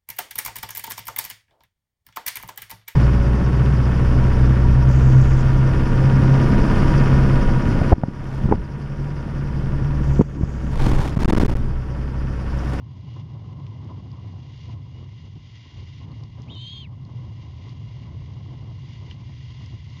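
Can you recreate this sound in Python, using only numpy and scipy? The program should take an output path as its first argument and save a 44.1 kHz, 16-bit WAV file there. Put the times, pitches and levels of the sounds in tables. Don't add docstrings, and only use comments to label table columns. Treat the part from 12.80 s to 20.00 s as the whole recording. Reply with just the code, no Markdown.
import sys
import numpy as np
from scipy import signal
from scipy.fft import rfft, irfft
from scipy.io import wavfile
from scipy.ndimage import uniform_filter1d

SR = 44100
rng = np.random.default_rng(int(sys.argv[2]) if len(sys.argv) > 2 else 0)


def master_out(mix):
    frames = np.transpose(np.atleast_2d(mix))
    ceiling = np.clip(frames, -1, 1)
    pcm = np.round(ceiling * 32767).astype(np.int16)
    wavfile.write(sys.argv[1], SR, pcm)


def gain_from_db(level_db):
    decades = np.asarray(level_db, float) / 20
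    return 10 ** decades


N = 317520

# t/s, pressure level/dB, share of large slow eddies/dB,
# turbulence level between gusts/dB
WIND_COURSE = [(0, -38, -8, -54.5), (.3, -35, -17.5, -54), (.6, -34.5, -14, -49.5), (1.45, -34, -14, -51),
               (1.77, -40, -6.5, -56.5), (1.97, -34.5, -9, -54.5), (2.1, -38.5, -5, -56),
               (2.58, -39, -5, -61), (2.91, -48.5, -4, -57.5), (2.98, -37, 0, -56.5),
               (3.12, -40, -2.5, -59.5), (3.3, -36, -8.5, -55), (3.9, -38, -11.5, -56.5),
               (4.45, -35.5, -7, -55.5), (4.75, -37, 0.5, -52), (5.0, -35, -6, -51.5),
               (5.8, -35.5, -3, -52), (7.2, -38.5, -5, -60.5)]
# middle t/s, length/s, strength/dB, whistle over the housing/dB
GUSTS = [(0.39, 0.091, 6.5, 6), (.62, 0.3, 1, 1), (0.8, 0.39, 0, 2.5), (1.09, 0.19, 4.5, 7),
         (1.365, .11, -0.5, 6), (1.567, 0.11, 4.5, 3.5), (1.898, 0.21, 5.5, 4.5), (2.22, 0.19, 6.5, 4.5),
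         (2.469, 0.072, 6.5, -0.5), (2.568, 0.03, 12, -6), (3.003, 0.096, 9, 4.5), (3.267, 0.18, 6, 6),
         (3.415, 0.12, 6.5, 7), (3.597, 0.056, 11.5, 8), (3.705, 0.16, 8, 5.5), (3.962, 0.054, 1, 4),
         (4.122, 0.12, 4.5, 6), (4.36, 0.41, 4.5, 3), (4.678, 0.047, 1.5, 5), (4.906, 0.13, 0.5, 3),
         (5.246, 0.12, 0.5, 2.5), (5.515, 0.33, 1, 1), (5.8, 0.29, 3, 1.5), (5.98, 0.11, -1.5, -1),
         (6.308, 0.27, 4, 2.5), (6.494, 0.04, 5, 5), (6.829, 0.11, 5, 5.5), (6.929, 0.069, 10.5, 5),
         (7.159, 0.2, 4.5, 6.5)]
# f/Hz, density/dB per Hz
RUMBLE_SPECTRUM = [(12, -67), (20, -40), (83, -0.5), (107, 3.5), (137, 0.5), (199, -19), (260, -24.5),
                   (340, -43.5), (570, -120)]
# f/Hz, density/dB per Hz
BUFFET_SPECTRUM = [(110, -25), (180, -2.5), (200, -4), (275, -2.5), (486, -15.5), (850, -18), (1250, -32.5),
                   (1800, -35)]
# t/s, far level after it/dB, level it may climb back to/dB
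GAIN_CLAMPS = [(0, -70.5, -59), (.416, -69, -65), (.56, -68.5, -62.5), (.735, -68, -65),
               (1.336, -66.5, -63.5), (1.541, -65, -58.5), (1.864, -60, -58.5), (1.942, -68, -62.5),
               (2.224, -65, -62), (2.5, -65, -59), (2.76, -59, -58.5), (3.245, -65.5, -63),
               (3.456, -66.5, -64), (3.76, -69, -69), (4.066, -71.5, -63), (4.447, -65, -62),
               (4.683, -64, -55), (4.93, -64, -61.5), (5.3, -65.5, -62.5), (5.83, -65.5, -57.5),
               (6.195, -60.5, -56), (6.333, -64, -57.5), (6.92, -52, -60), (7.0, -60.5, -56.5)]
# f/Hz, density/dB per Hz
HISS_SPECTRUM = [(1300, -12), (1750, -14.5), (2300, -11), (2550, -7.5), (2800, -3), (3200, -1), (3700, -5),
                 (4300, -8), (4850, -6), (5400, -11.5), (6400, -13.5), (7000, -16.5), (7600, -29.5),
                 (8200, -46)]
# f/Hz, level above the hiss/dB
WHINE_LINES = [
    (2360, -15),
    (2832, -6.5),
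    (3305, -16),
]
# t/s, length/s, f/Hz, level/dB
FAR_PEEPS = [
    (.245, .135, 2900, -62),
    (2.125, .11, 2905, -60),
]
# t/s, peak level/dB, f/Hz, bandwidth/Hz
TWIG_TICKS = [(.798, -52, 3500, 2480), (0.866, -44.5, 2930, 2000), (1.045, -53, 5200, 2030),
              (1.316, -45, 4600, 1500), (1.777, -44, 3500, 1970), (2.752, -55, 3200, 900),
              (3.317, -48.5, 4000, 2000), (3.436, -41, 3970, 2200), (3.5, -52, 4000, 3000),
              (3.619, -44, 5770, 3500), (3.751, -49, 5600, 2500), (3.975, -60, 6770, 1770),
              (4.25, -49.5, 4380, 1497), (4.893, -40, 3350, 2500), (6.311, -34, 2880, 1390),
              (6.311, -52.5, 5470, 2600), (6.86, -43, 5030, 1500), (7.1, -46.5, 4500, 2000),
              (7.17, -42, 3480, 1200)]
# t/s, f/Hz, level/dB
MAIN_VOICE = [
    (3.67, 1900, -68),
    (3.704, 3110, -44.5),
    (3.729, 3340, -50),
    (3.755, 3040, -47.5),
    (3.89, 3070, -44.5),
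    (4.019, 3010, -48),
    (4.045, 2660, -53),
    (4.067, 1880, -61),
    (4.085, 1605, -80),
]
# t/s, f/Hz, level/dB
SECOND_VOICE = [
    (3.695, 3200, -62),
    (3.712, 3710, -50),
    (3.79, 3640, -50.5),
    (3.9, 3470, -50.5),
    (4.015, 3230, -53),
    (4.03, 3120, -64),
]
# t/s, level/dB
UPPER_VOICE = [
    (3.74, -66),
    (3.77, -54),
    (3.85, -51),
    (4.04, -57),
    (4.065, -70),
]
# t/s, pitch step/Hz, level step/dB
BREATH_PUSHES = [
    (3.796, 86, 2.4),
    (3.874, 101, 0.99),
]


def rms_one(x):
    return x / np.sqrt(np.mean(x ** 2) + 1e-20)


def in_time(rows):
    s, *columns = np.transpose(rows)
    return [np.interp(np.arange(N) / SR, s, c) for c in columns]


def drift(rate_hz):
    r = np.exp(-20 * np.pi * rate_hz / SR)
    noise = rng.standard_normal(N // 10 + 4002)
    slow = signal.lfilter([1], [1, -2 * r, r * r], noise)[4000:]
    return np.interp(np.arange(N) / 10, np.arange(len(slow)), rms_one(slow))


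def coloured(spectrum):
    hz, level_db = np.transpose(spectrum)
    octave = np.log2(np.arange(N // 2 + 1) * SR / N + 1)
    below = np.maximum(np.log2(hz[0]) - octave, 0)
    above = np.maximum(octave - np.log2(hz[-1]), 0)
    shape = gain_from_db(np.interp(octave, np.log2(hz), level_db) - 120 * (below + above))
    return rms_one(irfft(rfft(rng.standard_normal(N)) * shape, N))


def resonance(x, hz, width_hz):
    r = np.exp(-np.pi * width_hz / SR)
    zeros = (1 - r * r) / 2 * np.array([1, 0, -1])
    poles = [1, -2 * r * np.cos(2 * np.pi * hz / SR), r * r]
    return signal.lfilter(zeros, poles, x)


def window(start, stop, fade):
    return np.interp(np.arange(N) / SR, [start, start + fade, stop - fade, stop], [0, 1, 1, 0])


def bump(centre, length):
    return np.maximum(1 - 2 * np.abs(np.arange(N) / SR - centre) / length, 0)


def wind_levels():
    calm_db, ring_below_db, ring_follows, gust_push = -54.5, -9, 0.68, 0.26
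    pressure_db, share_db, turbulence_db = in_time(WIND_COURSE)
    gust_db, whistle_db = np.zeros((2, N))
    for s, length, strength_db, over_housing_db in GUSTS:
        blunt = np.minimum(1.8 * bump(s, length), 1)
        gust_db += strength_db * blunt
        whistle_db += over_housing_db * blunt
    share = np.clip(gain_from_db(2 * (share_db + 0.5 * drift(2.7))), .01, .85)
    rumble_db = pressure_db + gust_push * gust_db + 10 * np.log10(1 - share)
    deep_db = 10 * np.log10(share / (1 - share))
    ring_db = calm_db + ring_below_db + ring_follows * (turbulence_db - calm_db) + whistle_db
    return rumble_db, deep_db, turbulence_db + gust_db, ring_db


def wind():
    squeeze, split_hz, eddy_db = 0.37, 95, 2.0
    ring_hz, ring_width_hz = 1010, 150
    rumble_db, deep_db, buffet_db, ring_db = wind_levels()
    air = coloured(RUMBLE_SPECTRUM)
    air = air / np.sqrt(uniform_filter1d(air ** 2, size=600) + 0.04) ** squeeze
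    low_pass = signal.butter(2, split_hz, "low", fs=SR, output="sos")
    high_pass = signal.butter(2, split_hz, "high", fs=SR, output="sos")
    deep = rms_one(signal.sosfiltfilt(low_pass, air))
    throb = rms_one(signal.sosfiltfilt(high_pass, air))
    rumble = gain_from_db(rumble_db - 1.96) * (throb + gain_from_db(deep_db) * deep)

    eddies = drift(45)
    buffet = rms_one(coloured(BUFFET_SPECTRUM) * gain_from_db(eddy_db * eddies))
    shaken = rng.standard_normal(N) * gain_from_db(eddy_db * (1.1 * eddies + 0.28 * drift(30)))
    ring = resonance(shaken, ring_hz, ring_width_hz)
    ring = rms_one(resonance(ring, ring_hz, 1.6 * ring_width_hz))
    return rumble + gain_from_db(buffet_db) * buffet + gain_from_db(ring_db) * ring


def gain_control():
    recover_db_per_s, clamp_s = 26, .025
    s, low_db, top_db = np.transpose(GAIN_CLAMPS)
    t = np.arange(N) / SR
    last = np.maximum(np.searchsorted(s, t, "right") - 1, 0)
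    level_db = np.minimum(low_db[last] + recover_db_per_s * (t - s[last]), top_db[last])
    return uniform_filter1d(level_db, size=int(clamp_s * SR), mode="nearest")


def electrical_whine():
    cycles_per_hz = np.cumsum(1 + .0005 * drift(4)) / SR
    whine = np.zeros(N)
    for hz, db in WHINE_LINES:
        whine += gain_from_db(db + drift(13)) * np.sqrt(2) * np.sin(2 * np.pi * hz * cycles_per_hz)
    return whine


def hollow_band():
    hollow = rng.standard_normal(N)
    for stage in range(3):
        hollow = resonance(hollow, 2043, 404)
    return gain_from_db(-6 + 1.06 * drift(4.6) + 2.0) * rms_one(hollow)


def peep(start, length, hz, level_db):
    swell = window(start, start + length, .2 * length)
    phase = 2 * np.pi * np.cumsum(hz * (.99 + .01 * swell)) / SR
    return gain_from_db(level_db) * swell * np.sin(phase)


def night():
    far = gain_from_db(0.5) * coloured(HISS_SPECTRUM) + hollow_band() + electrical_whine()
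    peeps = sum(peep(*row) for row in FAR_PEEPS)
    return gain_from_db(gain_control() + 1.17 * drift(54)) * far + peeps


def twigs():
    decay_s, length = 0.0015, 400
    out = np.zeros(N)
    decay = np.exp(-np.arange(length) / (decay_s * SR))
    for s, peak_db, hz, width_hz in TWIG_TICKS:
        burst = rng.standard_normal(length) * decay
        tick = resonance(resonance(burst, hz, width_hz), hz, width_hz)
        at = round(s * SR)
        out[at:at + length] += gain_from_db(peak_db) * tick / np.abs(tick).max()
    return out


def breath_pushes():
    rise_s = 0.011
    t = np.arange(N) / SR
    step_hz, step_db = np.zeros((2, N))
    for s, hz, db in BREATH_PUSHES:
        rise = np.clip((t - s) / rise_s + .5, 0, 1)
        step_hz += hz * rise
        step_db += db * rise
    return step_hz, step_db


def membrane(hz, rows, jitter, shimmer_db):
    level_db = in_time(rows)[-1]
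    phase = 2 * np.pi * np.cumsum(hz * (1 + jitter * drift(220))) / SR
    gate = window(rows[0][0], rows[-1][0], .006)
    return phase, np.sqrt(2) * gate * gain_from_db(level_db + shimmer_db * drift(250))


def rasp(phase, spread_hz):
    low_pass = signal.butter(3, spread_hz, fs=SR, output="sos")
    flutter = signal.sosfilt(low_pass, rng.standard_normal((2, N)))
    return rms_one(flutter[0] * np.sin(phase) + flutter[1] * np.cos(phase))


def owlet():
    step_hz, step_db = breath_pushes()
    pitch_hz = in_time(MAIN_VOICE)[0] + step_hz
    second_hz = in_time(SECOND_VOICE)[0] + 1.5 * step_hz
    held = np.clip(pitch_hz / 200 - 14.4, 0, 1)
    main, height = membrane(pitch_hz, MAIN_VOICE, jitter=.012, shimmer_db=2.0)
    height = height * gain_from_db(step_db - 8 * bump(3.715, 0.016))
    second, second_height = membrane(second_hz, SECOND_VOICE, jitter=.013, shimmer_db=2.3)
    upper, upper_height = membrane(pitch_hz + 1030, UPPER_VOICE, jitter=.014, shimmer_db=2.6)
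    upper_height = upper_height * gain_from_db(-4)
    lines = height * np.sin(main) + second_height * np.sin(second) + upper_height * np.sin(upper)

    effort = uniform_filter1d(height, size=600)
    hoarse = effort * (gain_from_db(-18.0) * rasp(1.06 * main, 300) + gain_from_db(-21.5) * rasp(.8 * main, 600))
    hoarse += gain_from_db(-9) * second_height * rasp(second, 250)
    hoarse += gain_from_db(-8) * upper_height * rasp(1.03 * upper, 300)

    strain = np.abs(effort / effort.max()) ** 1.3
    overtone = gain_from_db(-22) * height * strain * held * (np.sin(2 * main) + 0.36 * rasp(2 * main, 200))

    sums = second_height * rasp(main + second, 160)
    sums += gain_from_db(9) * upper_height * rasp(main + 1.07 * upper, 300)
    sums *= gain_from_db(-27) * held

    crown = gain_from_db(-29) * effort * held * rasp(1.45 * main, 250)
    crown += gain_from_db(-52) * effort * held * rasp(2.2 * main, 900)
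    return lines + hoarse + overtone + sums + crown


def scene():
    return (wind() + night() + twigs() + owlet())[None]


def top_cut(x):
    return signal.sosfilt(signal.butter(12, 15750, fs=SR, output="sos"), x)


def record(dry):
    link = signal.butter(8, 6800, fs=SR, output="sos")
    narrow = signal.sosfilt(link, dry)
    whistle_band = signal.butter(2, [2700, 3450], "band", fs=SR, output="sos")
    treble = signal.sosfilt(whistle_band, narrow)
    bent = narrow + 30 * treble ** 3
    circuit = gain_from_db(-94) * coloured([(3000, 0), (15700, -3)])
    return top_cut(bent + circuit)


dry = scene()
out = record(dry)
master_out(out)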